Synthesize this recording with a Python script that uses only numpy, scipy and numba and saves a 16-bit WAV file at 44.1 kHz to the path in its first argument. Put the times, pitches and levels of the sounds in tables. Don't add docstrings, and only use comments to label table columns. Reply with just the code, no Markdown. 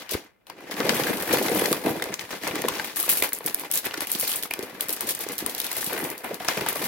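import sys
import numpy as np
from scipy import signal
from scipy.fft import rfft, irfft
from scipy.io import wavfile
from numba import njit

SR = 44100
rng = np.random.default_rng(int(sys.argv[2]) if len(sys.argv) > 2 else 0)


def wav_record(signal):
    frames = np.transpose(np.atleast_2d(signal))
    bounded = np.clip(frames, -1, 1)
    quanta = np.round(bounded * 32767).astype(np.int16)
    wavfile.write(sys.argv[1], SR, quanta)


N = 302967

# t/s, level/dB, f/Hz, following slide/dB below level
LURCHES = [(0.12, -32, 400, 0.5), (0.1468, -11.5, 345, 38), (0.695, -21, 520, 26), (0.8005, -12.5, 440, 16),
           (0.816, -21, 390, 20), (0.898, -14.5, 455, 10), (0.92, -24, 350, 14), (0.95, -16, 407, 20),
           (0.992, -21, 480, 7), (1.05, -17.5, 330, 20), (1.097, -13.5, 410, 22), (1.132, -31, 395, 24),
           (1.227, -22, 350, 11), (1.302, -14, 294, 17), (1.332, -10, 480, 15), (1.412, -15.5, 490, 10),
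           (1.512, -9, 340, 25), (1.552, -11, 460, 15), (1.6164, -11.5, 400, 12), (1.678, -17, 480, 15),
           (1.7125, -11.5, 408, 12), (1.847, -14.5, 306, 7), (1.866, -4.5, 395, 17.5), (1.955, -24, 333, 7),
           (2.015, -22, 410, 6), (2.038, -15.5, 403, 30), (2.098, -25.5, 268, 10), (2.33, -30, 302, 12),
           (2.433, -29, 304, 13), (2.47, -16, 480, 17), (2.533, -24, 410, 7), (2.645, -10, 500, 19),
           (3.076, -22, 480, 27), (3.2205, -10, 510, 28), (3.339, -26, 416, 24), (3.404, -26, 500, 20),
           (3.452, -26.5, 393, 8), (3.937, -24.5, 410, 17), (3.976, -21.5, 292, 19), (4.017, -29, 320, 21),
           (4.149, -26.5, 328, 12), (4.227, -20, 473, 23), (4.43, -32, 433, 9), (4.5885, -15.5, 354, 29),
           (4.627, -19, 378, 20), (5.03, -29, 448, 6), (5.075, -23.5, 450, 14), (5.261, -21, 377, 20),
           (5.295, -24, 400, 12), (5.421, -20.5, 287, 11.5), (5.464, -28.5, 400, 4.5),
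           (5.767, -26, 580, 19), (5.869, -22, 269, 21), (5.926, -23, 519, 6), (6.027, -25, 240, 9),
           (6.24, -25, 486, 11), (6.31, -17.5, 493, 11), (6.405, -37, 330, 23), (6.4821, -10, 710, 31),
           (6.571, -18.5, 229, 11), (6.617, -16.5, 337, 16), (6.723, -27, 396, 14), (6.755, -18, 635, 20),
           (6.811, -12, 520, 22)]
# t/s, level/dB, f/Hz, pan/dB (left minus right), following tumble/dB below level
LANDINGS = [(0.0937, -26, 4600, 22, 18), (0.1437, -18, 1230, -1, 12.5), (0.469, -35, 4230, 23, 33),
            (0.4995, -21.5, 1110, 13, 17.5), (0.712, -23.5, 1640, 11, 12.5), (0.8028, -13.5, 1530, 8, 11.5),
            (0.855, -20, 720, 17, 23), (0.893, -1.5, 1670, 7, 19.5), (1.039, -13, 2790, 8, 23),
            (1.061, -26, 940, 7, 24), (1.294, -25.5, 1800, 0.5, 1), (1.311, -18, 1760, 2, 8),
            (1.345, -11.5, 1630, 5, 12.5), (1.371, -11.5, 2000, -1, 16), (1.447, -18.5, 950, 1, 6.5),
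            (1.484, -8, 2010, -4, 19), (1.517, -11, 696, 6, 28), (1.617, -10.5, 745, 1.0, 16),
            (1.656, -3.5, 1900, 2, 25), (1.729, -7, 1080, -4, 19.5), (1.841, -23.5, 840, 2, 6),
            (1.863, -10, 690, 2, 15), (1.998, -15, 1640, 6, 29), (2.022, -7, 2090, 5, 25),
            (2.14, -14, 2470, 5, 28), (2.328, -18, 1780, 18, 13), (2.436, -14, 2200, 2.5, 29),
            (2.469, -11.5, 2140, 9, 15.5), (2.511, -15.5, 2340, 3, 20), (2.556, -12.5, 1620, -1, 24),
            (2.621, -13, 1950, 2.5, 30), (2.64, -8.5, 730, 9, 28), (2.654, -14, 2000, 1, 31),
            (2.683, -8.5, 1080, 8, 28), (2.761, -18.5, 1100, 0.5, 23), (2.797, -8.5, 1530, 2, 23),
            (2.969, -16.5, 1760, -1, 30), (3.038, -16, 1160, 8, 34), (3.078, -16, 920, 1.5, 18),
            (3.2235, -2.5, 2380, 3, 20.5), (3.2312, -14.5, 2430, 16, 26), (3.323, -17.5, 2080, 3, 30),
            (3.407, -22.5, 1020, 2, 12), (3.476, -12, 2390, 1.5, 19.5), (3.636, -20.5, 990, 2, 16),
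            (3.862, -15.5, 785, -5, 11), (3.91, -12.5, 2700, -3, 35), (3.9403, -11, 1450, -1, 32),
            (4.008, -23, 2010, -3, 8), (4.321, -18.5, 2920, -8, 15), (4.434, -27, 3440, 6, 23),
            (4.455, -18, 1310, 1.0, 19), (4.511, -9.5, 2490, -2, 41), (4.538, -12, 2540, -1, 43),
            (4.892, -19.5, 2390, -1, 25), (5.007, -18, 3300, 9, 13), (5.462, -18.5, 1020, 0, 11),
            (5.714, -23, 2100, 1.5, 29), (5.77, -18, 650, 2, 24), (5.828, -18, 1760, 0, 15.5),
            (5.899, -19, 2370, 0, 7), (5.928, -19.5, 836, 7, 6.5), (5.965, -15, 960, 9, 13.5),
            (6.244, -18.5, 760, 0, 31), (6.405, -17.5, 705, 2, 33), (6.447, -20.5, 955, 2.5, 25),
            (6.4849, -6.5, 1310, 3, 17), (6.4898, -11, 2080, -6, 26), (6.5069, -9, 3380, 2.0, 31),
            (6.5754, -9.5, 2500, 1, 19), (6.61, -16, 970, -2, 13), (6.663, -11, 936, 3, 17.5),
            (6.685, -11, 1120, 1.0, 31), (6.757, -13, 1080, 7, 15)]
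# t/s, level/dB, lower treble/dB re level, pan/dB, following rustle/dB below level
FILM_SNAPS = [(0.0923, -30.5, -1.5, 10, 17), (0.1106, -30, -6, 4, -2.5), (0.4686, -43.5, 0, 1, 13),
              (0.4988, -30.5, -1, 1, 26), (0.6065, -40, -20, 13, 22), (0.7117, -30.5, 0, 11, 9),
              (0.7412, -36, 4, 4, 28), (0.803, -32, 6, 9, 10), (0.8929, -16, 4.5, 8, 14.5),
              (0.9443, -21.5, -11, 0, 5.5), (0.967, -23.5, -8, 7, 15), (0.9906, -24, -10, 4, 10),
              (1.036, -29, 2, 11, 26), (1.1705, -24, -6, 3.0, 13), (1.1994, -21, -20, 4, 23),
              (1.2239, -13, -23, 4, 29), (1.329, -19.5, -6, 6, 4.5), (1.3715, -19, -8, 6, 18),
              (1.4254, -25, -7, 7, 2), (1.483, -26, 1, 10, 27), (1.548, -15.5, -23, 11, 14),
              (1.613, -18, -19, 7, 15), (1.658, -15.5, -2, 10, 18), (1.686, -19, -23, 5, 18),
              (1.7156, -17.5, -17, 4, 12), (1.728, -8.5, -5, 4, 27), (1.839, -30, -12, 2.0, 18),
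              (1.8602, -20, -18, 2, 14), (1.893, -22, -16, 2.0, 14), (2.023, -15.5, -3.5, 5, 26),
              (2.04, -20, -4.5, 2, 24), (2.141, -21.5, -4, 7, 16), (2.1939, -30.5, 9, 4, 14),
              (2.475, -15.5, -6.5, -0.5, 23), (2.5555, -16, -9, 1, 30), (2.619, -15.5, -13, 4, 27),
              (2.685, -10, -5, 6, 39), (2.846, -22, -22, 12, 15), (2.96, -17, -23, 10, 5),
              (2.966, -23, -22, 4, 18), (3.0002, -7, -23, 4, 17.5), (3.008, -17, -20, 3, 20),
              (3.028, -15.5, -19, 13, 18), (3.042, -19, -18, 3, 10), (3.0926, -7, -24, -3, 11),
              (3.0996, -11, -25, -1, 17), (3.116, -14, -30, 1, 8.5), (3.134, -9, -28, 2, 23),
              (3.172, -14.5, -20, 0, 8), (3.224, -7, -14.5, 1, 17.5), (3.2907, -20.5, -20, 2.0, 16),
              (3.332, -8.5, -27, 4, 17), (3.348, -23, -18, 2, 29), (3.387, -22.5, -24, 2, 26),
              (3.4426, -27, -12, 2, 22), (3.462, -7, -20, 4, 21), (3.467, -16, -20, 1.5, 33),
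              (3.48, -19, -3.5, -2, 29), (3.497, -26, 0, 5, 25), (3.5453, -2, -28, -2, 34),
              (3.596, -16.5, -20, -2, 22), (3.714, -9, -13, 3, 21), (3.723, -12, -26, 8, 28),
              (3.738, -10, -19, 3, 12), (3.7563, -10, -35, -5, 31), (3.7741, -11, -12, 1, 14),
              (3.777, -14, -19, -8, 25), (3.8526, -17, -16, -2, 17), (3.8682, -24.5, 1, -2, 29),
              (3.9412, -22, -2.5, 1, 34), (3.976, -25, -1, 4, 21), (4.0064, -12.5, -11.5, 2, 19),
              (4.0705, -17, -16, 1.0, 15.5), (4.102, -19, -28, 5, 17), (4.117, -6, -26, 2, 20.5),
              (4.15, -23, -1, -10, 31), (4.187, -20, -14, 3, 26), (4.1979, -11, -31, 7, 15),
              (4.2034, -13, -29, 6, 24), (4.21, -10.5, -16, -2, 17), (4.251, -24, -15, 6, 18),
              (4.2776, -16, -17, -3, 13), (4.293, -18, -16, -3, 16), (4.307, -19, -13, 8, 10),
              (4.3167, -13.5, -7, -1, 19), (4.3289, -15, -21, 1, 26), (4.3355, -16, -18, -3, 26),
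              (4.358, -13.5, -32, 5, 12.5), (4.426, -16, -10, -2, 16), (4.434, -12.5, -14.5, 4, 23),
              (4.5092, -21, -16, 6, 38), (4.537, -12.5, -10, 2, 34), (4.591, -20.5, -11, 4, 31),
              (4.627, -24, -7, 2, 14), (4.808, -3.5, -20, 2, 25), (4.8852, -17, -21, 0, 28),
              (4.893, -11, -14, 5, 20), (4.9046, -14, -16, 4, 18), (4.9283, -11, -26, -3, 16.5),
              (4.9338, -17, -10, 7, 27), (4.965, -20, -15, 2, 30), (5.008, -10, -18, 2, 18),
              (5.0164, -22, -18, 1, 24), (5.0704, -24, -13, -1, 5), (5.0898, -14, -11, -3, 8.5),
              (5.1067, -15, -9, 1, 10.5), (5.15, -16.5, -23, 4, 16), (5.191, -23, -23, -6, 18),
              (5.207, -22.5, -10, 5, 7), (5.233, -24, -16, 3, 22), (5.2883, -20, -13, 7, 35),
              (5.3198, -20, -20, 1.5, 13.5), (5.3545, -26, -15, 4, 27), (5.381, -15.5, -10, -6, 15),
              (5.3883, -16.5, -10.5, 6, 24), (5.463, -9.5, -18.5, 8, 23), (5.496, -19.5, -9, 2, 12.5),
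              (5.549, -14, -9, 1, 27), (5.5802, -19, -11, -2, 12.5), (5.6009, -7.5, -17, 6, 29),
              (5.6158, -18, -8, 6, 19), (5.644, -17, -11.5, 5, 17), (5.666, -16.5, -11, 4, 29),
              (5.715, -15, -14, -1, 19), (5.7295, -15, -26, 1, 32), (5.7516, -22, -22, 0.0, 22),
              (5.7668, -19, -15, 4, 9), (5.8094, -22.5, -11, 5, 4), (5.8438, -14, -20, 1, 17),
              (5.864, -18, -14, 0, 10), (5.931, -16, -16, 6, 22), (5.991, -22, -18, 7, 25),
              (6.0112, -22, -19, 4, 30), (6.041, -21, -12, 4, 10.5), (6.1015, -15.5, -19, 4, 20),
              (6.179, -23, -15.5, 5, 12), (6.244, -23, -31, 2, 33), (6.3438, -22, -11, 9, 17),
              (6.4476, -29, -7, 13, 14), (6.4847, -18, 3, 11, 15), (6.572, -30, -1, 0, 6),
              (6.6094, -20, -8, 7, 21), (6.663, -20.5, -12, 7, 28), (6.687, -7, -19, 4, 24),
              (6.729, -20, -24, 1.0, 25), (6.7563, -19.5, -30, 2, 12), (6.769, -19, -20, 2, 26),
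              (6.841, -22.5, -7, 6, 11)]
# t/s, level/dB, f/Hz
DESK_BUMPS = [(0.141, -23, 76.4), (1.316, -36, 75.4), (1.554, -38, 99.6), (2.055, -45, 86.1),
              (2.324, -42, 98), (2.5, -38, 88.8), (2.708, -37, 64.6), (3.208, -41, 40.4), (5.437, -41, 98),
              (6.608, -42, 99.6)]
# t/s, dull shifting/dB, pebble rattle/dB
SLIDING = [(0.0, -38, -42.5), (0.09, -75, -45.5), (0.27, -71, -52.5), (0.52, -50.5, -55),
           (0.65, -44.5, -44), (0.76, -35.5, -37), (0.88, -24.5, -30.5), (0.97, -27, -25),
           (1.08, -30.5, -32), (1.3, -32.5, -34.5), (1.53, -26, -30), (1.76, -32.5, -32.5),
           (1.89, -31.5, -36.5), (2.14, -41.5, -38.5), (2.33, -41, -37.5), (2.6, -35, -36),
           (2.93, -41.5, -36.5), (3.5, -44, -42.5), (3.9, -43.5, -38), (4.13, -48.5, -42), (4.71, -39, -38),
           (5.74, -47.5, -39), (5.95, -34.5, -39), (6.08, -35.5, -33), (6.31, -45, -39), (6.68, -48, -36.5),
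           (6.87, -37, -35)]
# t/s, fine creases/dB, large folds/dB
HANDLING = [(0.0, -46, -42.5), (0.09, -65, -68), (0.27, -67, -83), (0.46, -81, -75), (0.8, -42, -46),
            (0.96, -34.5, -39), (1.2, -39, -45.5), (1.57, -32.5, -38.5), (1.7, -33.5, -41),
            (2.16, -53, -53.5), (2.33, -43, -43), (2.56, -45.5, -45.5), (2.93, -41.5, -42),
            (3.16, -41, -62), (3.29, -50, -71), (3.48, -44, -52.5), (4.06, -53, -50.5), (4.25, -36, -40),
            (4.63, -49.5, -57), (4.88, -48, -51), (5.01, -53, -44), (5.39, -48, -52), (5.76, -43, -44),
            (5.95, -36, -42.5), (6.1, -45, -72), (6.33, -49, -52), (6.66, -44.5, -45), (6.87, -33, -43)]
# release t/s, length/s, depth/dB
STICKING = [(0.468, 0.23, 16), (0.714, 0.08, 3.5), (1.837, 0.14, 4.5), (2.189, 0.053, 7.5),
            (2.306, 0.083, 7), (2.414, 0.051, 8), (2.966, 0.1, 9), (3.319, 0.038, 8), (3.449, 0.15, 6),
            (3.541, 0.031, 6), (3.7, 0.05, 8), (3.831, 0.045, 6.5), (3.933, 0.014, 7), (4.072, 0.034, 5),
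            (4.434, 0.057, 4), (4.504, 0.045, 12), (4.815, 0.23, 4), (4.884, 0.032, 8), (5.013, 0.13, 4.5),
            (5.196, 0.11, 6), (5.265, 0.026, 5.5), (5.404, 0.088, 4), (6.235, 0.14, 8), (6.399, .05, 8),
            (6.552, 0.03, 1)]
# f/Hz, level/dB
BODY_MODES = [(319, -9.5), (409, -10.5), (486, -6.5), (694, -14.5), (840, -21.5), (948, -7), (1635, -13),
              (1820, -10.5), (2072, -7.5), (2372, -8)]
# f/Hz, density/dB
ROOM_TONE = [(18, -38), (30, -1), (296, -3), (497, -5), (4200, -35), (7060, -33), (15000, -25)]

HEAP_HZ, PEBBLE_HZ, POT_HZ, FILM_HZ, FOLD_HZ = 421.5, 1385, 2180, 12520, 4980
GLASSY_HZ = 3890


def pebbles(shake):
    t, db, hz, pan_db, tumble_db = np.transpose(LANDINGS)
    knocks = grains(t, db - 14, hz, pan_db, lag=1, octaves=0.2, cycles=0.98, spread_s=0.0028, count=2)
    cracks = grains(t, db - 20, POT_HZ, pan_db, lag=0.7, octaves=0.66, cycles=0.45,
                    spread_s=0.00356, count=8)
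    ticks = grains(t, db - 13, POT_HZ, pan_db, lag=0.27, octaves=0.87, cycles=0.27,
                   spread_s=0.00077, count=7)
    clinks = grains(t, db - 14.5, hz, pan_db, lag=2.3, octaves=0.033, cycles=2.03,
                    spread_s=0.00198, count=2)
    chimes = grains(t, db - 18, GLASSY_HZ, pan_db, lag=0.73, octaves=0.217, cycles=2.16,
                    spread_s=0.00048, count=2)
    dip = dip_before_hits(LANDINGS, dip_s=0.012)
    tumble = motion(SLIDING, 2, t, db - tumble_db, rise_s=0.0017, fall_s=0.013)
    rattle = grain_bed(tumble, 2.16 * shake - 4.3 * dip, PEBBLE_HZ, octaves=0.742, cycles=0.48,
                       scatter_db=-0.2, lag=4.7, trim_db=-1.5, count=12000)
    clatter = grain_bed(tumble, 3.6 * shake - 2.1 * dip, POT_HZ, octaves=0.26, cycles=0.8,
                        scatter_db=-2.5, lag=3.1, trim_db=-4.5, count=10000)
    rush = grain_bed(tumble, 1.6 * shake - 6 * dip, GLASSY_HZ, octaves=0.36, cycles=0.87,
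                     scatter_db=-1.5, lag=3.4, trim_db=-12.5, count=30000, pan_db=17)
    return knocks + cracks + ticks + clinks + chimes + rattle + clatter + rush


def heap(shake):
    t, db, hz, slide_db = np.transpose(LURCHES)
    thud_delay_s = 0.00316
    thuds = grains(t + thud_delay_s, db - 3.5, hz, pan_db=0, lag=0.93, octaves=0.12, cycles=0.46,
                   spread_s=0.0069, count=2)
    slide = motion(SLIDING, 1, t, db - slide_db, rise_s=0.00099, fall_s=0.03)
    shuffle = grain_bed(slide, 1.25 * shake, HEAP_HZ, octaves=0.57, cycles=0.63,
                        scatter_db=1.5, lag=2.1, trim_db=-1.5, count=5000, pan_db=-0.3)
    return low_cut(thuds + shuffle, hz=112)


def film(shake):
    t, db, fold_db, pan_db, rustle_db = np.transpose(FILM_SNAPS)
    snaps = grains(t, db - 1, FILM_HZ, pan_db, lag=1.1, octaves=0.24, cycles=0.98,
                   spread_s=0.0021, count=16, lead=4.3)
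    fizz = grains(t, db - rustle_db + 4, FILM_HZ, pan_db, lag=1.4, octaves=0.5, cycles=0.31,
                  spread_s=0.031, count=90, lead=6.4)
    folds = grains(t, db + fold_db + 2.5, FOLD_HZ, pan_db, lag=5.4, octaves=0.48, cycles=0.58,
                   spread_s=0.0035, count=12, lead=1.2)
    dip = dip_before_hits(FILM_SNAPS, dip_s=0.0048)
    creasing = motion(HANDLING, 1, t, db - rustle_db, rise_s=0.00087, fall_s=0.015)
    crackle = grain_bed(creasing, -6.5 * dip, FILM_HZ, octaves=0.388, cycles=3.1,
                        scatter_db=7, lag=1.1, trim_db=-10.5, count=900, lead=1.6)
    rustle = grain_bed(creasing, 2.27 * shake - 1.6 * dip, FILM_HZ, octaves=0.19, cycles=0.81,
                       scatter_db=1, lag=1, trim_db=3, count=50000, lead=1.8)
    folding = motion(HANDLING, 2, t, db + 0.45 * fold_db - rustle_db - 5.5, rise_s=0.003, fall_s=0.025)
    crumple = grain_bed(folding, 2.74 * shake - 1.8 * dip, FOLD_HZ, octaves=0.553, cycles=0.63,
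                        scatter_db=-0.5, lag=3, trim_db=5.5, count=25000, lead=2.9)
    return snaps + fizz + folds + crackle + rustle + crumple


def slips(per_s=70, fall_s=0.0073):
    kicks = (rng.random(N) < per_s / SR) * rng.exponential(size=N)
    shake = np.sqrt(decay(kicks, fall_s) + 0.011)
    return np.minimum((shake - shake.mean()) / shake.std(), 1.8)


def dip_before_hits(events, dip_s):
    marks = np.zeros(N)
    marks[(np.array(events)[:, 0] * SR).astype(int)] = 1
    ramp = np.linspace(0, 1, int(dip_s * SR) + 2)
    return np.minimum(signal.correlate(marks, ramp, "full")[len(ramp) - 1:], 1)


def motion(curve, column, t, db, rise_s, fall_s):
    curve = np.array(curve)
    ride = undb(np.interp(np.arange(N) / SR, curve[:, 0], curve[:, column])) ** 2
    kicks = np.zeros(N)
    np.add.at(kicks, (t * SR).astype(int), undb(db) ** 2)
    build_up = decay(kicks[::-1], rise_s)[::-1]
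    return np.sqrt(ride + decay(kicks, fall_s) + build_up) * sticking()


def sticking():
    release, length, depth_db = np.array(STICKING).T[:, :, None]
    remaining = (release - np.arange(0, N, 32) / SR) / np.abs(length)
    dip_db = np.sum(depth_db * np.clip(2 * (1 - remaining), 0, 1) * (remaining > 0), axis=0)
    return np.repeat(undb(-dip_db), 32)[:N]


def grains(t, db, hz, pan_db, lag, octaves, cycles, spread_s=0, count=1, lead=0):
    t, db, hz, pan_db = (np.repeat(np.broadcast_to(v, np.shape(t)), count) for v in (t, db, hz, pan_db))
    late, turn = rng.random((len(t), 2)).T
    pitch, place, length = rng.standard_normal((len(t), 3)).T
    late = late * (np.arange(len(t)) % count > 0)
    hz = np.clip(hz * 2 ** (octaves * pitch), 30, 0.4 * SR)
    attack = cycles * SR / hz * 1.42 ** np.clip(length, -1.5, 1.1)
    side = np.array([[0.5], [-0.5]])
    start = np.maximum((t + spread_s * late) * SR + side * (lag * place - lead), 0)
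    gain = undb(db - 13.1 * late + side * (pan_db + 1.82 * lag * place))
    return damped_sines(np.round(start).astype(np.int64), hz, attack, 2 * np.pi * turn, gain)


def grain_bed(envelope, accent_db, hz, octaves, cycles, scatter_db, lag, trim_db, count,
              lead=0, pan_db=2.15):
    t = np.sort(rng.random(count)) * N / SR
    db = scatter_db * np.minimum(rng.exponential(size=count), 5.5) + accent_db[(t * SR).astype(int)]
    bed = grains(t, db, hz, pan_db, lag, octaves, cycles, lead=lead)
    return bed * envelope * undb(trim_db) / np.sqrt(np.mean(bed ** 2))


@njit
def damped_sines(start, hz, attack, phase, gain):
    out = np.zeros((2, N))
    for g in range(len(hz)):
        step = np.exp(2j * np.pi * hz[g] / SR - 1 / attack[g])
        swing = np.exp(1j * phase[g]) * np.e / attack[g]
        for i in range(min(int(7 * attack[g]) + 2, N - max(start[0, g], start[1, g]))):
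            out[0, start[0, g] + i] += gain[0, g] * i * swing.imag
            out[1, start[1, g] + i] += gain[1, g] * i * swing.imag
            swing *= step
    return out


def body_ring(strikes, ring_cycles=15, ring_s=0.025):
    ring = 0
    for hz, db in BODY_MODES:
        radius = np.exp(-np.log(1000) / ((ring_cycles / hz + ring_s) * SR))
        feedback = [1, -2 * radius * np.cos(2 * np.pi * hz / SR), radius ** 2]
        ring = ring + undb(db) * signal.lfilter([1 - radius, 0, radius - 1], feedback, strikes)
    return ring


def desk_bumps():
    t, db, hz = np.transpose(DESK_BUMPS)
    return grains(t + 0.003, db - 0.5, hz, pan_db=5.4, lag=1.5, octaves=0.29, cycles=0.37)


def room_tail(close, t60_s=0.18, wet_db=-12.5, band_hz=(720, 8360)):
    t = np.arange(SR // 4) / SR
    tail = rng.standard_normal((2, len(t))) * undb(-60 * t / t60_s) * (t > 0.002)
    tail = signal.lfilter(*signal.butter(1, band_hz, "band", fs=SR), tail)
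    tail = tail * undb(wet_db) / np.sqrt(np.sum(tail ** 2, axis=1, keepdims=True))
    return signal.oaconvolve(close.mean(axis=0, keepdims=True), tail, axes=1)[:, :N]


def room_tone(level_db=-66):
    hz, db = np.transpose(ROOM_TONE)
    bins_hz = np.maximum(np.arange(N // 2 + 1) * SR / N, 1)
    colour = undb(np.interp(np.log(bins_hz), np.log(hz), db))
    noise = irfft(rfft(rng.standard_normal((2, N))) * colour, N)
    return noise * undb(level_db) / np.sqrt(np.mean(noise ** 2))


def undb(db):
    return 10 ** (np.asarray(db) / 20)


def decay(kicks, fall_s):
    return signal.lfilter([1], [1, -np.exp(-1 / (fall_s * SR))], kicks)


def low_cut(x, hz):
    return signal.lfilter(*signal.butter(2, hz, "high", fs=SR), x)


def scene():
    shake = slips()
    stones = heap(shake) + pebbles(shake)
    close = undb(-1) * stones + body_ring(stones) + film(shake)
    return close + room_tail(close) + desk_bumps() + room_tone()


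def record(dry):
    rounded = np.tanh(1.088 * low_cut(dry, hz=49)) / 1.242
    top_hz = 15900
    return signal.sosfilt(signal.ellip(10, 0.2, 75, top_hz, fs=SR, output="sos"), rounded)


dry = scene()
out = record(dry)
wav_record(out)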